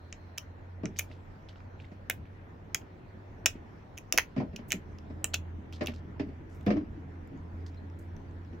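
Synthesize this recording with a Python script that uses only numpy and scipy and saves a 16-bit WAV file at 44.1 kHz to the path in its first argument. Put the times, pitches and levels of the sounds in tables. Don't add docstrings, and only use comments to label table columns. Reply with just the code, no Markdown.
import sys
import numpy as np
from scipy import signal
from scipy.fft import rfft, irfft, next_fast_len
from scipy.io import wavfile
from scipy.ndimage import uniform_filter1d, map_coordinates

SR = 44100
rng = np.random.default_rng(int(sys.argv[2]) if len(sys.argv) > 2 else 0)


def inscribe(sig):
    pcm = np.round(np.clip(np.atleast_2d(sig).T, -1, 1) * 32767)
    wavfile.write(sys.argv[1], SR, pcm.astype(np.int16))


N = 379260

# time in seconds, level in dB.
RUMBLE_LEVEL = [(0, -53.5), (.8, -50.5), (3.2, -50), (3.55, -47.5), (3.9, -51), (5, -46), (5.7, -47),
                (6.8, -46), (7.3, -46.5), (8.6, -49)]
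NARROW_HISS_LEVEL = [(0, -79), (.3, -76), (.6, -79), (1.2, -90), (3, -86.5), (7.5, -93.5), (8.6, -87)]
# frequency in Hz, relative noise density in dB.
RUMBLE_SPECTRUM = [(15, -29.5), (25, -0.5), (55, -4), (85, 3.5), (117, -2.5), (224, -5.5), (361, -9.5),
                   (460, -13), (600, -65.5)]
RUSH_SPECTRUM = [(250, -41), (430, -14.5), (454, -4), (528, -3), (1010, -6), (1110, -10), (1830, -11.5),
                 (3600, -29), (4680, -57.5), (7920, -120)]
HISS_SPECTRUM = [(1940, -35.5), (3300, 0.5), (4830, -2.5), (5750, -2.5), (8640, -13.5), (11900, -12),
                 (13400, -23.5), (15100, -11), (16300, -25.5)]
NARROW_HISS_SPECTRUM = [(3500, -31.5), (3900, -5.5), (4150, 1), (4400, -5.5), (4900, -29)]
# time in seconds, pitch in Hz, level in dB.
GEAR_NOTES = [
    [(0, 84.8, -47.5), (.4, 88.66, -47), (1.0, 91.4, -42), (1.4, 91.54, -50.5), (2, 93.9, -47),
     (3.2, 96.64, -52.5), (3.5, 97.3, -49), (4.3, 98.9, -66.5)],
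    [(4.4, 80, -63.5), (5.37, 84.7, -38), (5.66, 83.75, -43.5), (6.17, 82.6, -41.5), (6.6, 85.8, -46),
     (7.34, 85.4, -45), (7.62, 85.2, -39), (7.85, 86.5, -42), (8.6, 88.1, -42.5)],
]
# start and end in seconds, first and last pitch in Hz, level in dB.
ENGINE_WHINES = [(2.6, 3.401, 368.8, 374.6, -61), (4.803, 8.613, 301.4, 340, -59.5),
                 (4.911, 8.628, 147.7, 161.3, -61), (6.724, 8.59, 267.8, 279, -56)]
# start in seconds, boom pitch in Hz, boom level in dB,
# then clack and rattle in dB over the boom.
BOARD_KNOCKS = [(.832, 218, -30, -12.5, -24.5), (.842, 195, -30.5, -13, -34),
                (1.097, 233.9, -50.5, -5, -12), (1.914, 211, -43, -15, -19), (3.55, 202.2, -44.5, -20, -17),
                (4.134, 300.5, -38, -0.5, -8), (4.362, 212.8, -29, -8.5, -21),
                (4.377, 214.2, -25.5, -20, -21.5), (4.399, 244, -31, -5, -18), (4.416, 249, -36, -5, -27),
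                (4.439, 234, -51.5, -8.5, -29), (4.53, 210, -40.5, -15, -21),
                (4.588, 243.2, -40.5, -11.5, -17), (4.734, 205, -35.5, -12, -14),
                (5.099, 239, -38.5, -12, -22.5), (5.808, 280.4, -27, -8.5, -12.5),
                (5.819, 255, -37.5, 1.5, -11), (5.88, 240, -36, -9, -10), (6.195, 254.5, -27, -13.5, -15.5),
                (6.285, 300, -41.5, -18, -22), (6.663, 230.7, -22, -12.5, -19),
                (6.677, 224, -23, -7.5, -26.5), (6.702, 270.4, -24, -5.5, -14),
                (6.755, 318, -33.5, -10.5, -27), (6.766, 241, -28, -11, -22.5),
                (6.809, 224.6, -34, -29, -36), (6.971, 265, -44, -22, -26.5), (7.338, 257, -45, -25, -29),
                (8.528, 243, -41.5, -21, -22.5)]
# width in Hz, t60 in seconds.
BOARD_RESONANCES = [(90, 0.083), (170, 0.081), (170, 0.066), (250, 0.058), (600, 0.087), (1800, 0.11),
                    (2500, 0.11)]
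# start in seconds, pitch in Hz, level in dB.
PEEP_NOTE = [(7.77, 4050, -66)]
# start, rise and t60 in seconds, centre in Hz, level in dB.
GRIT_RUBS = [(0.964, .004, 0.27, 4700, -58), (1.11, 0.0039, .2, 3320, -63.5),
             (1.487, 0.0033, 0.11, 3270, -58), (1.555, 0.0037, 0.37, 3500, -74),
             (1.8, 0.0024, 0.23, 2900, -66), (1.843, 0.0051, 0.16, 3500, -73),
             (1.915, 0.0056, 0.13, 5500, -81), (2.254, 0.0038, .08, 2500, -70.5),
             (4.68, 0.0072, 0.2, 10660, -58), (5.334, .02, 0.05, 3240, -35.5),
             (5.726, 0.0038, 0.23, 3770, -56), (5.835, .001, 0.03, 9050, -67),
             (5.866, .003, .12, 3730, -49), (5.938, 0.0046, 0.17, 3900, -62), (6.49, .05, .3, 5900, -72.5),
             (6.539, 0.011, .2, 11200, -76), (6.627, .001, 0.053, 7900, -76), (6.66, .002, .06, 13200, -67),
             (7.66, 0.0041, 0.11, 4500, -62.5), (7.986, 0.0029, 0.21, 8600, -69)]
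# time in seconds, body level in dB, body and ring pitch in Hz,
# then ring, fizz and knock in dB over the body.
FLINT_CRACKS = [(0.1266, -38, 2490, 6000, 0.5, -45, -13), (.13, -49, 2500, 6300, -18, -42, -13),
                (0.3778, -37, 2280, 6100, -2, -11, -12.5), (0.3818, -34, 2920, 6020, 5, -2.5, -13),
                (0.8561, -35.5, 2460, 6070, 0.5, -42, -10), (0.8583, -43, 2460, 6100, -5, -40, -7),
                (.8686, -60, 2440, 6400, -3, -45, 4), (.9622, -47.5, 2410, 5100, -9, -30, -16),
                (0.9883, -33.5, 2770, 6250, 9, -4, -12), (0.9928, -28, 2380, 6250, 0.5, 2.5, -13),
                (.9963, -27, 2260, 6700, -12, -18, -24), (1.0083, -42.5, 2260, 6300, -13, -17.5, -9),
                (1.114, -50, 2400, 4850, -21, -40, -9), (1.4873, -51, 3070, 5030, -6, -35, -26),
                (1.4924, -53, 2940, 4910, -8, -39, -7), (1.5578, -58, 2620, 5400, -20, -36, 1),
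                (1.604, -57, 2250, 5200, -15, -28, 2), (1.793, -60, 2370, 6700, -15, -39.5, -12),
                (1.8, -47.5, 2550, 5200, -31.5, -50, -12), (1.8445, -51.5, 2200, 5000, -25, -42, -16),
                (1.8515, -58, 3300, 5450, -13, -36, -8), (2.099, -21.5, 1980, 6430, -5.5, -3, -9.5),
                (2.1012, -31.5, 2270, 6400, -10, -6, -20), (2.108, -29.5, 2540, 6240, -19, -21.5, -8.5),
                (2.1109, -33.5, 2470, 6270, -9.5, -24, -20), (2.254, -57, 2320, 5400, -26, -35, -7.5),
                (2.7464, -25.5, 2430, 6390, 5.5, -3, -15.5), (2.7479, -28, 2900, 6080, -10, -18, -9),
                (2.754, -48, 2440, 6450, -3.5, -6.5, 4), (2.8166, -59, 2500, 5400, -9, -25, -10),
                (3.4593, -14.5, 2500, 5980, 1.5, -10.5, -13), (3.4627, -20.5, 2640, 6200, 4.5, -11, -13.5),
                (3.4653, -31, 2570, 6200, -3.5, -12.5, -5), (3.4675, -34.5, 2550, 6300, -2.5, -19, -22),
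                (3.4715, -31, 2400, 6350, -8, -18.5, -16), (3.9732, -49, 2460, 6200, -5.5, -9.5, -10),
                (3.9771, -38.5, 2660, 6100, -3, -11.5, -32), (3.9845, -43.5, 2400, 6200, 2, -5.5, -20),
                (4.1247, -22.5, 2380, 6130, 5.5, -3, -10), (4.1765, -14, 2380, 5760, -3, -8, -13.5),
                (4.184, -13, 2170, 6030, -4.5, -17.5, -7), (4.1854, -28, 2165, 5830, -2, -12.5, -24),
                (4.194, -26, 2280, 4960, -13, -12.5, -19), (4.1964, -31, 2010, 6100, -23, -26, -18),
                (4.5619, -39, 2700, 5600, -2, -14.5, -36), (4.5642, -42.5, 2637, 5800, -0.5, -15, -28),
                (4.588, -59, 2700, 5350, -12, -20, -2), (4.7057, -36, 2500, 6470, 1, -14, -35),
                (4.7132, -34.5, 2906, 5000, -19, -25.5, -8), (4.72, -20, 2520, 6330, -0.5, -11, -22),
                (4.7276, -28.5, 2480, 6040, -1, -11, -10.5), (4.986, -54, 3110, 5500, 2.5, -18, -6.5),
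                (5.2434, -25, 2700, 7500, 8, -5.5, -10), (5.247, -49, 2760, 6130, 3, -20, -0.5),
                (5.2525, -40.5, 2520, 7970, 0, -10, -6), (5.3403, -31.5, 3080, 6100, -9, -22, -1.5),
                (5.3427, -23.5, 2880, 6850, 0.5, -9, -13), (5.3451, -32.5, 2740, 5800, 3.5, -20, -28),
                (5.359, -43, 3020, 5900, -19.5, -12, -17), (5.7258, -45.5, 2720, 5050, -7, -16, -14),
                (5.736, -50, 3000, 5280, -13, -25, -5), (5.8605, -41, 2970, 6060, 2.5, -11.5, -6),
                (5.871, -29, 2600, 5500, -13.5, -13, -21), (5.8822, -40, 2200, 5350, -23, -26, -12),
                (5.9368, -53, 2800, 5370, -8, -32, -7), (6.6105, -59.5, 3200, 6790, -6, -12, -7.5),
                (7.2746, -64, 2300, 7000, -2, -6, -2.5), (7.3748, -69.5, 2325, 6750, 2, -16, 3),
                (7.664, -59.5, 3425, 4880, 4.5, -34, -6), (7.7457, -62.5, 2025, 4900, -2.5, -17, -5),
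                (7.9, -64, 2000, 5210, -1, -23, -5), (8.1655, -67.5, 3300, 5786, 10.5, -8, -1.5),
                (8.3112, -72, 2000, 6400, 1, -20, 0), (8.4483, -71, 2655, 5220, 3.5, -13, 1)]
# width in Hz for a full snap, length of the push as a multiple of the crack's.
STONE_RESONANCES = [(1450, 1.4), (2480, 0.72), (3060, 1.2), (3449, 1), (900, 0.83), (545, 0.99)]
# pitch in Hz, width in Hz, level in dB over the ring.
FLAKE_MODES = [(1870, 300, -25), (2626, 130, -30), (3850, 99, -33), (5616, 230, -27.5)]
# frequency in Hz, t60 in seconds.
PORCH_DECAY = [(300, 0.24), (1300, 0.12), (3000, .14), (6000, .12), (15000, .13)]
# frequency in Hz, left-right correlation.
FAR_LIKENESS = [(60, .94), (130, .92), (290, .75), (640, 0), (1410, -.25), (3100, .2), (6820, .05)]
BOARD_LIKENESS = [(100, .94), (300, .88), (640, .4), (1410, -.2), (3100, .2)]
# frequency in Hz, side over mid in dB.
CLOSE_SPREAD = [(300, -14), (2400, -13), (4400, -8), (8000, -5), (15000, -5)]


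def amp(db):
    return 10 ** (np.asarray(db) / 20)


def unit_rms(x):
    return x / np.sqrt(np.mean(x ** 2) + 1e-20)


def along(points, hz):
    point_hz, values = np.transpose(points)
    return np.interp(np.log(hz + 1), np.log(point_hz + 1), values)


def curves(rows):
    times, *columns = np.transpose(rows)
    return [np.interp(np.arange(N) / SR, times, column) for column in columns]


def wobble(rate):
    return map_coordinates(rng.standard_normal(int(N * rate / SR) + 4), [np.arange(N) * rate / SR])


def filtered(x, response):
    size = next_fast_len(N + SR // 2)
    return irfft(rfft(x, size) * response(np.fft.rfftfreq(size, 1 / SR)), size)[..., :N]


def far_pair(pair, likeness):
    def mid_side_gains(hz):
        angle = np.arccos(np.clip(along(likeness, hz), -1, 1)) / 2
        return np.array([np.cos(angle), np.sin(angle)])
    mid, side = filtered(pair, mid_side_gains)
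    return np.array([mid + side, mid - side])


def close_pair(pair):
    side = filtered(pair[1], lambda hz: amp(along(CLOSE_SPREAD, hz)))
    return np.array([pair[0] + side, pair[0] - side]) * amp([[-.6], [.6]])


def porch(x, tilt_db):
    out = np.zeros((2, N + SR))
    step, delay = SR // 4, 120
    for at in range(0, N, step):
        if not x[at:at + step].any():
            continue
        hz, t, noise = signal.stft(rng.standard_normal((2, step)), SR, nperseg=128)
        gain = amp(-60 * t / along(PORCH_DECAY, hz)[:, None] + tilt_db * hz[:, None] / SR)
        tail = signal.istft(noise * gain, SR, nperseg=128)[1]
        wet = signal.fftconvolve(x[None, at:at + step], tail / np.linalg.norm(tail[0]), axes=1)
        out[:, at + delay:at + delay + wet.shape[1]] += wet
    return out[:, :N]


def far_noise(db, spectrum, patchy_db):
    bins = signal.stft(rng.standard_normal((2, N)), nperseg=512)[2]
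    patches = uniform_filter1d(rng.standard_normal(bins.shape[1:]), 6, axis=0)
    patches = unit_rms(uniform_filter1d(patches, 10, axis=1))
    noise = signal.istft(bins * amp(patchy_db * patches), nperseg=512)[1][:, :N]
    coloured = filtered(noise, lambda hz: amp(along(spectrum, hz)))
    return far_pair(amp(db) * unit_rms(coloured), FAR_LIKENESS)


def tone(rows, waver_hz, flutter_db, fade_s):
    hz, db = curves(rows)
    t = np.arange(N) / SR
    fade = np.clip(np.minimum(t - rows[0][0], rows[-1][0] - t) / fade_s + .5, 0, 1)
    level = amp(db + flutter_db * wobble(11))
    phase = 2 * np.pi * np.cumsum(hz + waver_hz * wobble(6)) / SR
    return fade * level * np.sin(phase)


def strikes(times, db, hz, width_hz, t60, rise, size):
    t, f = np.arange(size) / SR, np.fft.rfftfreq(size, 1 / SR)
    hz, width_hz, t60, rise = (np.reshape(v, (-1, 1, 1)) for v in (hz, width_hz, t60, rise))
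    push = rng.standard_normal((len(times), 2, size)) * amp(-60 * t / t60) * (1 - np.exp(-t / rise))
    resonance = 1j * f * width_hz / (hz * hz - f * f + 1j * f * width_hz)
    rung = irfft(rfft(push) * resonance ** 3, size)
    power = uniform_filter1d(rung ** 2, size=size // 32, mode="constant")
    rung *= amp(db)[:, None, None] / np.sqrt(power.max(axis=2, keepdims=True))
    at = (np.round(times * SR).astype(int)[:, None] + np.arange(size)).ravel()
    return np.array([np.bincount(at, rung[:, k].ravel(), N + SR)[:N] for k in range(2)])


def traffic():
    rumble_db, = curves(RUMBLE_LEVEL)
    rush_db = -57.5 + .2 * (rumble_db - rumble_db.mean())
    rumble = far_noise(rumble_db, RUMBLE_SPECTRUM, patchy_db=1.5)
    return rumble + far_noise(rush_db, RUSH_SPECTRUM, patchy_db=1.6)


def hiss():
    narrow_db, = curves(NARROW_HISS_LEVEL)
    broad = far_noise(-78 + .8 * wobble(3), HISS_SPECTRUM, patchy_db=3.2)
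    return broad + far_noise(narrow_db + 3.3 * wobble(1.7), NARROW_HISS_SPECTRUM, patchy_db=1.7)


def engine():
    note = sum(tone(gear, waver_hz=.6, flutter_db=1.0, fade_s=.068) for gear in GEAR_NOTES)
    whines = sum(tone([(start, low_hz, db), (end, high_hz, db)], waver_hz=1.5, flutter_db=1.4, fade_s=.3)
                 for start, end, low_hz, high_hz, db in ENGINE_WHINES)
    return note * amp([[-.7], [.7]]) + whines


def boards():
    times, boom_hz, boom_db, clack, rattle = np.transpose(BOARD_KNOCKS)
    clack_db, rattle_db = boom_db + clack, boom_db + rattle
    levels = [boom_db - 11.5, boom_db, boom_db - 12, clack_db, clack_db - 10, rattle_db, rattle_db - 12.5]
    pitches = [115, boom_hz, 400, 620, 1100, 2000, 4800]
    pair = sum(strikes(times, db, hz, width_hz, t60, rise=.0015, size=6144)
               for db, hz, (width_hz, t60) in zip(levels, pitches, BOARD_RESONANCES))
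    return far_pair(pair + amp(-8.5) * porch(pair[0], tilt_db=-9), BOARD_LIKENESS)


def peep():
    times, hz, db = np.transpose(PEEP_NOTE)
    return close_pair(strikes(times, db, hz, width_hz=290, t60=.079, rise=.001, size=4096))


def grit():
    times, rise, t60, hz, db = np.transpose(GRIT_RUBS)
    rubs = strikes(times, db, hz, width_hz=1.14 * hz, t60=t60, rise=rise, size=12288)
    grains = amp(3.5 * wobble(300))
    return close_pair(rubs * grains)


def flint():
    times, body_db, body_hz, ring_hz, ring, fizz, knock = np.transpose(FLINT_CRACKS)
    ring_db, fizz_db, knock_db = body_db + ring, body_db + fizz, body_db + knock
    touch_to_snap_db = [-50, -22]
    crack_t60 = np.interp(body_db, touch_to_snap_db, [.008, .0065])
    width_share = np.interp(body_db, touch_to_snap_db, [.76, 1])
    levels = [body_db, ring_db, fizz_db, fizz_db - 3.5, knock_db, knock_db - 4]
    pitches = [body_hz, ring_hz, 11066, 14800, 1380, 560]
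    pair = sum(strikes(times - .0004, db, hz, width_hz * width_share, crack_t60 * length,
                       rise=.041 * crack_t60, size=1024)
               for db, hz, (width_hz, length) in zip(levels, pitches, STONE_RESONANCES))
    for mode_hz, width_hz, mode_db in FLAKE_MODES:
        db = ring_db + mode_db + rng.normal(0, 4, len(times))
        hz = mode_hz * rng.normal(1, .03, len(times))
        pair += strikes(times, db, hz, width_hz, t60=.0034, rise=.000097, size=3072)
    echo = far_pair(porch(pair[0], tilt_db=.5), FAR_LIKENESS)
    return close_pair(pair) + amp(-10.5) * echo


def scene():
    return flint() + grit() + peep() + boards() + engine() + traffic() + hiss()


def record(dry):
    dip_hz, dip_width_hz, dip_db = 9600, 1900, -6
    ceiling, top_hz = .8, 16200
    coloured = filtered(dry, lambda hz: amp(dip_db * np.exp(-((hz - dip_hz) / dip_width_hz) ** 2)))
    softened = coloured / (1 + np.abs(coloured / ceiling) ** 3) ** (1 / 3)
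    return filtered(softened, lambda hz: 1 / (1 + (hz / top_hz) ** 160))


dry = scene()
out = record(dry)
inscribe(out)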